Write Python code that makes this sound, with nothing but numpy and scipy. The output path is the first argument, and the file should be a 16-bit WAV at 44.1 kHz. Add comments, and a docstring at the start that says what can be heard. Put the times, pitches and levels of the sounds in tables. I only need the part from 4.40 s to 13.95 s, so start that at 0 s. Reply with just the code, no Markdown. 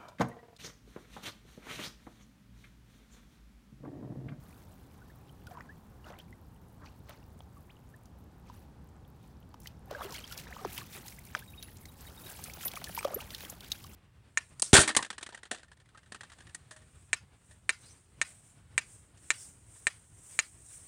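"""A small dog wades in a shallow pond, climbs towards the grassy bank and shakes itself dry.
First its legs stir up gurgling bubbles, and single drops plop and splat; bigger steps then throw up spray.
Near the end metal collar tags jingle, wet ears clap and water flies off as the dog shakes.
Far traffic and leaves sound throughout. Bubbles and tags are sines; spray, splats and air are shaped noise,
with swarms of tiny bubbles in the water."""
import sys
import numpy as np
from scipy import signal
from scipy.fft import rfft, irfft, next_fast_len
from scipy.io import wavfile
from scipy.ndimage import map_coordinates

SR = 44100
rng = np.random.default_rng(int(sys.argv[2]) if len(sys.argv) > 2 else 0)


def volts_from_decibels(level):
    """Turn decibel levels (scalar or array-like) into linear amplitude factors."""
    exponent = np.asarray(level, float) / 20
    return 10 ** exponent


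def dump_mix(stems):
    """Bounce the given channels to the path in sys.argv[1] as a 16-bit WAV at rate SR."""
    frames = np.atleast_2d(stems).T  # one column per channel
    limited = np.clip(frames, -1, 1)  # hard clip at full scale
    pcm = np.round(limited * 32767).astype(np.int16)
    wavfile.write(sys.argv[1], SR, pcm)


N = 421155  # length of the scene in samples

# colour of flying spray: (frequency [Hz], relative level [dB])
SPRAY_COLOUR = [(700, -30), (1500, 0), (3000, -0.5), (6000, -2), (9000, -16), (13000, -38)]


def unit(x):
    """Scales x to an rms of 1."""
    return x / np.sqrt(np.mean(x ** 2) + 1e-20)


def coloured(x, points):
    """Filters x through a spectrum given as (frequency [Hz], level [dB]) points."""
    size = next_fast_len(N + 8192)
    hz, db = np.transpose(points)
    bins = np.fft.rfftfreq(size, 1 / SR)
    curve_db = np.interp(np.log(bins + 1), np.log(hz + 1), db)
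    return irfft(rfft(x, size) * volts_from_decibels(curve_db), size)[:N]


def coloured_noise(points):
    """Steady random noise of the given colour, at rms 1."""
    return unit(coloured(rng.standard_normal(N), points))


def wobble(rate):
    """A smooth random curve through `rate` random points a second."""
    knots = rng.standard_normal(int(N * rate / SR) + 4)
    return map_coordinates(knots, [np.arange(N) * rate / SR])


def laid(start, rows):
    """Adds each row of samples in at its start time [s]."""
    first = np.round(start * SR).astype(int)[:, None]
    at = (first + np.arange(rows.shape[1])).clip(0, N)
    return np.bincount(at.ravel(), rows.ravel(), N + 1)[:N]


def ramps(start, end, db, rise_db_per_s, fall_db_per_s):
    """Gain of events that rise to their level, hold it from start to end and fall away; powers add."""
    t = np.arange(0, N + 64, 64) / SR  # every 64 samples is fine enough
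    early = np.maximum(start[:, None] - t, 0)
    late = np.maximum(t - end[:, None], 0)
    rise = np.reshape(rise_db_per_s, (-1, 1)) * early
    fall = np.reshape(fall_db_per_s, (-1, 1)) * late
    together = np.linalg.norm(volts_from_decibels(db[:, None] - rise - fall), axis=0)
    return np.interp(np.arange(N) / SR, t, together)


def bubbles(start, gain, hz, glide, swell, life, size):
    """Sines that swell, die by 13 dB within their life, and glide as the air pocket changes shape."""
    t = np.arange(size) / SR
    hz, glide = hz[:, None], glide[:, None]
    swell, life = swell.clip(1e-4)[:, None], life.clip(2e-4)[:, None]
    pitch = hz * 2 ** (glide * np.minimum(t / life, 1.1))  # glide in octaves per life
    rising = np.sin(np.pi / 2 * np.minimum(t / swell, 1)) ** 2
    since_swell = np.maximum(t - swell, 0) / np.maximum(life - swell, .3 * life)
    dying = volts_from_decibels(-13 * since_swell ** 1.45)
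    tone = np.sin(2 * np.pi * np.cumsum(pitch, 1) / SR)
    return laid(start, gain[:, None] * rising * dying * tone)


def swarm(count, hz, spread, cycles, scatter_db, size):
    """Bubbles at random times with pitches scattered around hz, a few much louder than the rest; rms 1."""
    when, long, loud, glide = rng.random((count, 4)).T
    pitch = np.clip(hz * np.exp(spread * rng.standard_normal(count)), 250, 15500)
    gain = volts_from_decibels(-scatter_db * np.log(1 - loud).clip(-2.5, 0))
    life = cycles * (0.35 + long) / pitch  # high bubbles are short
    return unit(bubbles(when * N / SR, gain, pitch, .55 * (glide - .4), 0.19 * life, life, size))


def stirred_water():
    """Legs and shaken fur stir the water: gurgling bubbles on a wash, droplets and fine mist in clumps."""
    # how busy the water is between single splashes, before random surges:
    # (time [s], gurgle level [dB], spray level [dB], mist above spray [dB])
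    bustle = [(0.0, -68.5, -71, 3), (1.0, -73, -77, 2), (2.2, -74, -86, 10), (3.2, -72, -80, 7),
              (4.0, -74, -93, 9), (5.44, -74, -93, 9), (5.52, -63, -59, -4), (6.02, -63, -61, -6),
              (6.25, -61, -57, -2), (6.45, -65, -63, -2), (6.85, -72, -67, 0), (7.08, -74, -71, 8),
              (7.45, -71, -70, 5), (7.9, -58, -62, 5), (8.15, -63, -66, 4), (8.45, -60, -60, 1),
              (9.1, -62, -62, 2), (9.4, -74, -65, 2), (9.55, -70, -61, 7)]
    # a leg drags air under: (start [s], length [s], gurgle level [dB])
    strides = [(1.1, .15, -59), (1.665, .07, -53), (1.76, .03, -62), (2.42, .03, -60), (2.70, .02, -57),
               (5.51, .21, -50), (5.93, .05, -61), (6.07, .18, -59), (6.38, .03, -57.5), (6.56, .03, -57),
               (6.94, .03, -55), (8.675, .075, -50.5), (8.79, .03, -55)]
    # water thrown up by a leg or a swing of the shaking body:
    # (time of peak [s], spray level [dB], mist above spray [dB], time to fall by 10 dB [s])
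    throws = [(1.11, -67, 0, .04), (1.68, -63, -9, .07), (1.805, -62, -12, .02), (2.462, -61, -10, .05),
              (2.705, -58, -14, .045), (4.08, -62, -14, .03), (4.15, -66, 2, .075), (4.835, -73, 0, .12),
              (5.26, -63, -2, .055), (5.635, -51, 3, .04), (5.745, -46, -3, .075), (5.915, -51.5, -1, .05),
              (5.99, -46, 0, .022), (6.33, -52, 3.5, .08), (6.385, -45.5, -5, .045), (6.55, -50.5, 2, .07),
              (6.675, -54, 4, .07), (6.87, -59, 5, .04), (6.965, -49.5, -6, .045), (7.225, -60, 0, .09),
              (7.65, -57, 1, .09), (7.89, -52.5, 7, .12), (8.05, -54, 4.5, .08), (8.225, -50.5, 3, .1),
              (8.365, -52, 0, .05), (8.455, -51, -2, .06), (8.59, -48, -1, .09), (8.81, -50, -3, .04),
              (8.93, -51, 0, .045), (9.02, -50.5, 1.5, .07), (9.245, -52, -3, .04), (9.331, -51, -2, .045)]
    # colours of mist and gurgle: (frequency [Hz], relative level [dB])
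    mist_colour = [(3000, -13), (7000, -1.5), (12000, 1.5), (16000, 2.5)]
    gurgle_colour = [(200, -37), (400, -4), (1500, 5.5), (3000, -23.5), (5000, -39)]
    stride_rise_db_per_s, stride_fall_db_per_s = 500, 240
    throw_rise = .55  # rise time over fall time

    t = np.arange(N) / SR
    s, churn_db, spray_db, mist_over = np.transpose(bustle)
    start, length, stride_db = np.transpose(strides)
    peak, throw_db, throw_mist_over, fall = np.transpose(throws)

    def thrown(db):
        """Gain of all the throws at the given levels."""
        return ramps(peak, peak, db, 10 / (throw_rise * fall), 10 / fall)

    stepped = ramps(start, start + length, stride_db, stride_rise_db_per_s, stride_fall_db_per_s)
    churned = np.hypot(volts_from_decibels(np.interp(t, s, churn_db)), stepped)
    sprayed = np.hypot(volts_from_decibels(np.interp(t, s, spray_db)), thrown(throw_db))
    misted = np.hypot(volts_from_decibels(np.interp(t, s, spray_db + mist_over)), thrown(throw_db + throw_mist_over))

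    wash = coloured_noise(gurgle_colour)
    trapped_air = swarm(count=4500, hz=950, spread=0.55, cycles=8, scatter_db=2.8, size=900)
    gurgle = unit(trapped_air + 0.55 * wash)
    droplets = swarm(count=6000, hz=3900, spread=0.5, cycles=11, scatter_db=5, size=400)
    crackle = swarm(count=2000, hz=3300, spread=0.45, cycles=2.2, scatter_db=6, size=100)
    fizz = swarm(count=4000, hz=12000, spread=0.3, cycles=7, scatter_db=5.5, size=120)

    clumps = 3 * wobble(130)  # [dB] drops land in quick bunches, shared by patter and hiss
    patter_noise = volts_from_decibels(clumps + 2.45 * wobble(60)) * rng.standard_normal(N)
    patter = unit(coloured(patter_noise, SPRAY_COLOUR))
    hiss_noise = volts_from_decibels(clumps + 1.85 * wobble(60)) * rng.standard_normal(N)
    hiss = unit(coloured(hiss_noise, mist_colour))
    spray = unit(patter + 1.4 * droplets + 0.8 * crackle)
    mist = unit(hiss + 0.5 * fizz)

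    surge = volts_from_decibels(.8 * wobble(25))  # spray and mist surge together
    return churned * volts_from_decibels(2.17 * wobble(30)) * gurgle + surge * (sprayed * spray + misted * mist)


def plops():
    """Single bubbles that stand out: each starts with a wet smack and flutters in the rough surface."""
    # big bubbles and plops, before the flutter:
    # (time [s], peak level [dB], start pitch [Hz], glide [octaves], life [s])
    plop_table = [(0.6167, -54, 1450, 0.055, 0.016), (0.698, -57, 1600, 0.4, 0.016),
                  (0.894, -53, 3050, 0.03, 0.004), (1.0697, -46, 1520, -0.15, 0.016),
                  (1.1095, -43.5, 760, -0.15, 0.023), (1.1502, -47, 1005, 0.18, 0.013),
                  (1.171, -39.5, 1020, -0.098, 0.011), (1.1896, -53, 618, 1.5, 0.027),
                  (1.207, -38, 1804, 0.14, 0.0052), (1.2884, -47, 1585, 0.27, 0.03),
                  (1.643, -51, 2800, 0.05, 0.005), (1.667, -44, 610, 0.1, 0.008),
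                  (1.703, -38.5, 650, -0.37, 0.0055), (1.733, -52, 1900, 0.1, 0.012),
                  (1.798, -48, 2900, 0.3, 0.008), (1.9267, -46, 1980, 0.063, 0.0076),
                  (2.444, -45, 950, 0.19, 0.0044), (2.464, -49, 4200, 0.2, 0.003),
                  (2.472, -50, 2400, 0.1, 0.003), (2.693, -45, 566, 0.36, 0.013),
                  (3.005, -44, 700, 0.29, 0.0032), (3.0055, -51, 3300, 0.0, 0.003),
                  (3.1668, -53, 1150, -0.029, 0.018), (3.288, -54.5, 1400, 1.65, 0.026),
                  (3.539, -50, 1640, 0.23, 0.012), (4.0987, -40.5, 1016, -0.089, 0.006),
                  (5.1427, -40, 960, -0.083, 0.003), (5.259, -38, 1890, 0.11, 0.0036),
                  (5.473, -50, 800, -0.1, 0.02), (5.511, -30, 650, -0.2, 0.008),
                  (5.5205, -38, 480, -0.3, 0.016), (5.553, -39, 630, -0.24, 0.0299),
                  (5.5485, -34.5, 1520, 0.15, 0.0083), (5.5953, -44, 906, -0.27, 0.0098),
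                  (5.608, -36, 765, 0.26, 0.008), (5.6168, -36, 1183, 0.056, 0.0055),
                  (5.629, -43, 3300, 0.05, 0.005), (5.648, -38, 390, 0.05, 0.028),
                  (5.727, -43, 900, 0.1, 0.008), (5.753, -39, 3150, 0.1, 0.005),
                  (5.781, -41, 2750, 0.15, 0.005), (5.841, -40, 3120, 0.078, 0.006),
                  (6.069, -43, 1470, 0.6, 0.0062), (6.123, -39, 1400, 0.9, 0.01),
                  (6.163, -38.5, 650, 1.2, 0.0073), (6.105, -47, 720, 0.0, 0.02),
                  (6.188, -47, 1100, 0.3, 0.02), (6.212, -47, 750, 0.0, 0.025),
                  (6.2485, -27, 1340, -2.06, 0.0061), (6.2515, -30, 480, -0.6, 0.014),
                  (6.385, -41, 1017, -0.09, 0.006), (6.4155, -46, 1220, -0.26, 0.015),
                  (6.573, -49, 1919, 0.0, 0.015), (6.724, -43.5, 2300, -0.11, 0.0035),
                  (6.786, -45, 2180, -0.17, 0.006), (6.9501, -18, 1800, -0.4, 0.0016),
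                  (6.953, -40, 1300, -1, 0.006), (6.962, -42, 740, -0.63, 0.014),
                  (7.021, -47.5, 1500, 0.29, 0.014), (7.133, -50, 2220, 0.45, 0.013),
                  (7.284, -46.5, 1940, 0.0, 0.0038), (7.454, -45.5, 1990, 0.14, 0.005),
                  (8.098, -39.5, 2170, 0.1, 0.005), (8.365, -36.5, 2130, 0.26, 0.0078),
                  (8.372, -37, 1200, -0.086, 0.006), (8.472, -40, 1800, -0.1, 0.009),
                  (8.576, -30, 980, -0.15, 0.01), (8.59, -30, 2220, 0.17, 0.0042),
                  (8.629, -31.5, 1290, -0.066, 0.0022), (8.647, -28.5, 1170, 0.0, 0.0061),
                  (8.6503, -20.5, 586, -0.08, 0.014), (8.675, -33, 800, -0.1, 0.005),
                  (8.682, -31, 760, -0.1, 0.005), (8.706, -35, 760, -0.7, 0.013),
                  (8.725, -38, 480, 0.0, 0.006), (8.731, -42, 1150, 0.15, 0.011),
                  (8.736, -36, 620, -0.14, 0.012), (8.756, -32, 290, 1.1, 0.023),
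                  (8.762, -45, 1700, 0.3, 0.007), (8.789, -42, 1150, 0.2, 0.006),
                  (8.8, -41, 1890, 1.0, 0.01), (8.816, -43.5, 810, 0.1, 0.0096),
                  (9.318, -23, 3900, -0.05, 0.005), (9.445, -44, 1110, 0.0, 0.0059)]
    s, db, hz, glide, life = np.transpose(plop_table)
    upward = glide.clip(0, 1)
    swell = life * (0.15 + 0.4 * upward ** 2)  # those that glide far up swell slowly
    smack_db = db - 16 - 12 * upward  # and smack more softly
    smack_fall = 60 * np.arange(800) / SR / 0.016  # 60 dB in 16 ms
    smack = laid(s, volts_from_decibels(smack_db[:, None] - smack_fall))
    flutter = volts_from_decibels(1.3 * wobble(300))
    ringing = bubbles(s, volts_from_decibels(db), hz, glide, swell, life, size=3000)
    return flutter * ringing + smack * coloured_noise(SPRAY_COLOUR)


def splats():
    """Each drop is a burst of noise: a sharp wide crack, and a duller part around the drop's own pitch."""
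    # drops and slaps bursting on water and leaves, before a common lift of 1 dB:
    # (time [s], level [dB], centre frequency [Hz])
    splat_table = [(1.0682, -47, 3760), (1.7873, -45, 2600), (2.6932, -42, 2200), (3.6554, -54, 5200),
                   (5.1405, -54.5, 3520), (5.201, -48, 12000), (5.218, -54, 6500), (5.232, -53, 8500),
                   (5.242, -51, 14000), (5.2714, -36, 3600), (5.509, -42.5, 3550), (5.6438, -39, 2780),
                   (5.7059, -42, 5340), (5.7227, -38, 4810), (5.7418, -39, 5220), (5.876, -43, 5000),
                   (5.923, -36.5, 4090), (5.9755, -34, 5060), (6.3625, -47, 2800), (6.3774, -29, 2450),
                   (6.6811, -37.5, 5400), (6.79, -44.5, 9200), (6.851, -46, 11000), (6.990, -40, 12000),
                   (7.226, -36, 4100), (7.369, -46, 6440), (7.455, -42.5, 5350), (7.607, -46, 6430),
                   (7.86, -48, 3780), (8.0386, -31, 7460), (8.1354, -38, 5960), (8.209, -38, 2300),
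                   (8.2287, -38, 3800), (8.249, -37, 7100), (8.2796, -31, 3600), (8.315, -37.5, 3700),
                   (8.335, -38, 2200), (8.356, -37, 4140), (8.4412, -29, 4300), (8.5655, -37, 2200),
                   (8.5874, -34.5, 7900), (8.628, -38, 2700), (8.6467, -33, 3200), (8.742, -38, 8000),
                   (8.9043, -37, 3860), (8.947, -30, 3850), (9.005, -38, 3500), (9.0488, -38, 2800),
                   (9.0982, -33.5, 7640), (9.206, -40, 3500), (9.3175, -25, 4600), (9.4397, -41.5, 4200)]
    s, db, hz = (c[:, None] for c in np.transpose(splat_table))
    t = np.arange(2048) / SR
    f = np.fft.rfftfreq(2048, 1 / SR) + 1
    own_pitch = np.exp(-(np.log(f / hz) / 0.42) ** 2)
    crack = 0.33 * f ** 2 / (f ** 2 + 4000 ** 2)
    noise = irfft(rfft(rng.standard_normal((len(s), len(t)))) * (own_pitch + crack))
    burst = (1 - np.exp(-(t / 0.00065) ** 2)) * volts_from_decibels(-60 * t / 0.021)
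    noise *= burst
    # every burst gets the same energy before its level is set
    noise *= np.linalg.norm(burst) / np.linalg.norm(noise, axis=1, keepdims=True)
    return laid(s[:, 0], volts_from_decibels(db + 1.0) * noise)


def ear_flaps():
    """Wet ears slap the head: short hollow claps of one length, each with a rough slap of fur and a thud."""
    # ear slaps, a run about 0.08 s apart and two later ones:
    # (time [s], clap peak level [dB], clap pitch [Hz])
    flaps = [(7.992, -42, 900), (8.084, -43, 680), (8.173, -43, 660), (8.258, -37.5, 680),
             (8.34, -36.5, 690), (8.419, -39, 760), (8.496, -36.5, 670), (9.036, -42, 570),
             (9.126, -41, 643)]
    # colour of wet fur slapping: (frequency [Hz], relative level [dB])
    fur_colour = [(300, -30), (700, 0), (2000, -4), (5000, -20)]
    life_s, glide_octaves = .0048, -.12
    fur_db, fur_t60_s = -4, .02  # fur level relative to the clap
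    thud_db, thud_hz = -10, 170  # thud level relative to the clap

    s, db, hz = np.transpose(flaps)
    life = np.full(len(s), life_s)
    clap = bubbles(s, volts_from_decibels(db), hz, 0 * s + glide_octaves, 0.2 * life, life, size=1000)
    thud = bubbles(s, volts_from_decibels(db + thud_db), 0 * s + thud_hz, 0 * s, 1.5 * life, 5 * life, size=2000)
    fur_fall = 60 * np.arange(1500) / SR / fur_t60_s
    slap = laid(s - .003, volts_from_decibels(db[:, None] + fur_db - fur_fall))  # the fur slaps 3 ms early
    return clap + thud + slap * coloured_noise(fur_colour)


def tags():
    """Thin metal tags knock together; each blow favours one mode and fur soon damps the ring."""
    # ways the metal rings: (frequency [Hz], time to fall by 60 dB [s], offset of a weaker twin [Hz])
    mode_table = [(11855, .065, 75), (3790, .2, 20), (10355, .08, 120), (15245, .08, -60), (8420, .1, 45)]
    # knocks, at nominal levels: (time [s], level of the favoured mode [dB], its rough frequency [Hz],
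    # how far the others lie under it [dB], time until fur stops the ring [s])
    blows = [(7.04, -58, 8400, 25, 0.045), (7.075, -59, 3800, 28, 0.065), (7.12, -60, 11900, 4, 0.04),
             (7.175, -52, 3800, 23, 0.029), (7.226, -46, 3800, 8, 0.007), (7.232, -49, 10400, 9, 0.04),
             (7.325, -60, 15200, 4, 0.03), (7.43, -60, 8400, 20, 0.015), (7.484, -57, 3800, 4, 0.012),
             (7.61, -52, 11900, 14, 0.025), (7.666, -54, 3800, 5, 0.015), (7.773, -54, 3800, 12, 0.011),
             (7.815, -57, 10400, 12, 0.03), (7.835, -54, 3800, 15, 0.008), (7.861, -49.5, 3800, 10, 0.012),
             (8.135, -47, 15200, 10, 0.03), (8.251, -30, 11900, 5, 0.032), (8.266, -28.5, 11900, 12, 0.03),
             (8.365, -49, 10400, 5, 0.024), (8.48, -50, 10400, 4, 0.022), (8.508, -51, 10400, 12, 0.02),
             (8.547, -34.5, 11900, 12, 0.015), (8.594, -43.5, 8400, 18, 0.009),
             (8.743, -26.5, 11900, 19, 0.011), (8.785, -46, 10400, 18, 0.0073),
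             (9.016, -48, 15200, 8, 0.05), (9.05, -55, 11900, 4, 0.034), (9.098, -41, 11900, 9, 0.016)]
    # span of light jingling: (from [s], to [s], loudest nominal level [dB])
    jingle_from, jingle_to, jingle_db = (7.1, 9.15, -57)
    # two low modes all but vanish unless favoured: (loss of each mode in turn [dB])
    shy_db = [0, 24, 0, 0, 24]
    # random stray of each mode's pitch from blow to blow: (typical share of its frequency [ratio])
    wander = [.0015, .007, .003, .002, .006]

    chance = rng.random((85, 5))  # 85 light knocks, with the same columns as the blows
    light = np.c_[jingle_from + (jingle_to - jingle_from) * chance[:, 0],
                  jingle_db - 18 * chance[:, 1],
                  9500 + 5500 * chance[:, 2] ** 2,
                  14 * chance[:, 3],
                  .006 + .016 * chance[:, 4]]
    rows = np.r_[blows, light]
    t = np.arange(4000) / SR
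    s, db, near_hz, under, stop = (c[:, None] for c in rows.T)
    mode_hz = np.array(mode_table)[:, 0]
    nearest = np.abs(np.log(near_hz / mode_hz)).argmin(axis=1)
    favoured = nearest[:, None] == np.arange(len(mode_hz))
    loss = under + shy_db + 1.5 * rng.standard_normal(favoured.shape)
    levels = db - ~favoured * loss  # only the modes not favoured lose level

    onset = 1 - np.exp(-t / 0.0033)
    damping = 1 / (1 + np.exp(np.clip((t - stop) / 0.0017, -50, 50)))
    envelope = onset * (0.09 + damping)  # a faint ring outlasts the damping
    rings = 0
    for k, (hz, t60, split_hz) in enumerate(mode_table):
        struck_hz = hz * (1 + wander[k] * rng.standard_normal((len(s), 1)))
        main = 1.4 * np.sin(2 * np.pi * struck_hz * t)
        twin = 0.75 * np.cos(2 * np.pi * (struck_hz + split_hz) * t)
        pair = main - twin  # two close pitches beat
        rings = rings + volts_from_decibels(levels[:, k:k + 1] - 60 * t / t60) * pair
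    return laid(s[:, 0], envelope * rings)


def surface_ticks():
    """Tiny films burst on the surface now and then, and small drips fall from the fur."""
    films = swarm(count=170, hz=12700, spread=0.29, cycles=3.7, scatter_db=2.5, size=100)
    drips = swarm(count=110, hz=4200, spread=0.5, cycles=9, scatter_db=5, size=300)
    return volts_from_decibels(-80) * films + volts_from_decibels(-83) * drips


def bank_echo(x):
    """A short scatter off water surface and reeds: x smeared by a quickly fading noise tail."""
    t = np.arange(3000) / SR
    tail = rng.standard_normal(len(t)) * volts_from_decibels(-60 * t / 0.022)
    return signal.fftconvolve(x, tail / np.linalg.norm(tail))[:N]


def air():
    """Far traffic and leaves: mostly low noise that drifts slowly in level."""
    # colour of far rumble and air: (frequency [Hz], relative level [dB])
    air_colour = [(25, -22), (64, 0), (217, -9.5), (326, -17), (531, -22), (641, -25.5), (796, -21),
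                  (2110, -38.5), (3920, -41.5), (7510, -46.5), (16000, -54.5)]
    drift_db = .6 * wobble(1.46)
    return volts_from_decibels(-53.47 + drift_db) * coloured_noise(air_colour)


def scene():
    """The dog and its surroundings, in one channel."""
    near = plops() + ear_flaps() + splats() + tags()
    echo = volts_from_decibels(-11) * bank_echo(near)
    return (near + echo + stirred_water() + surface_ticks() + air())[None]


def low_pass(x):
    """Removes everything above the highest recorded frequency."""
    return signal.sosfilt(signal.butter(12, 16990, fs=SR, output="sos"), x)


def record(dry):
    """Limits the band: the treble drops steeply above 15800 Hz."""
    band_limit = [(20, 0), (15800, 0), (15950, -36), (17000, -50)]  # (frequency [Hz], level [dB])
    finished = coloured(dry[0], band_limit)[None]
    return low_pass(finished)


dry = scene()
out = record(dry)
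dump_mix(out)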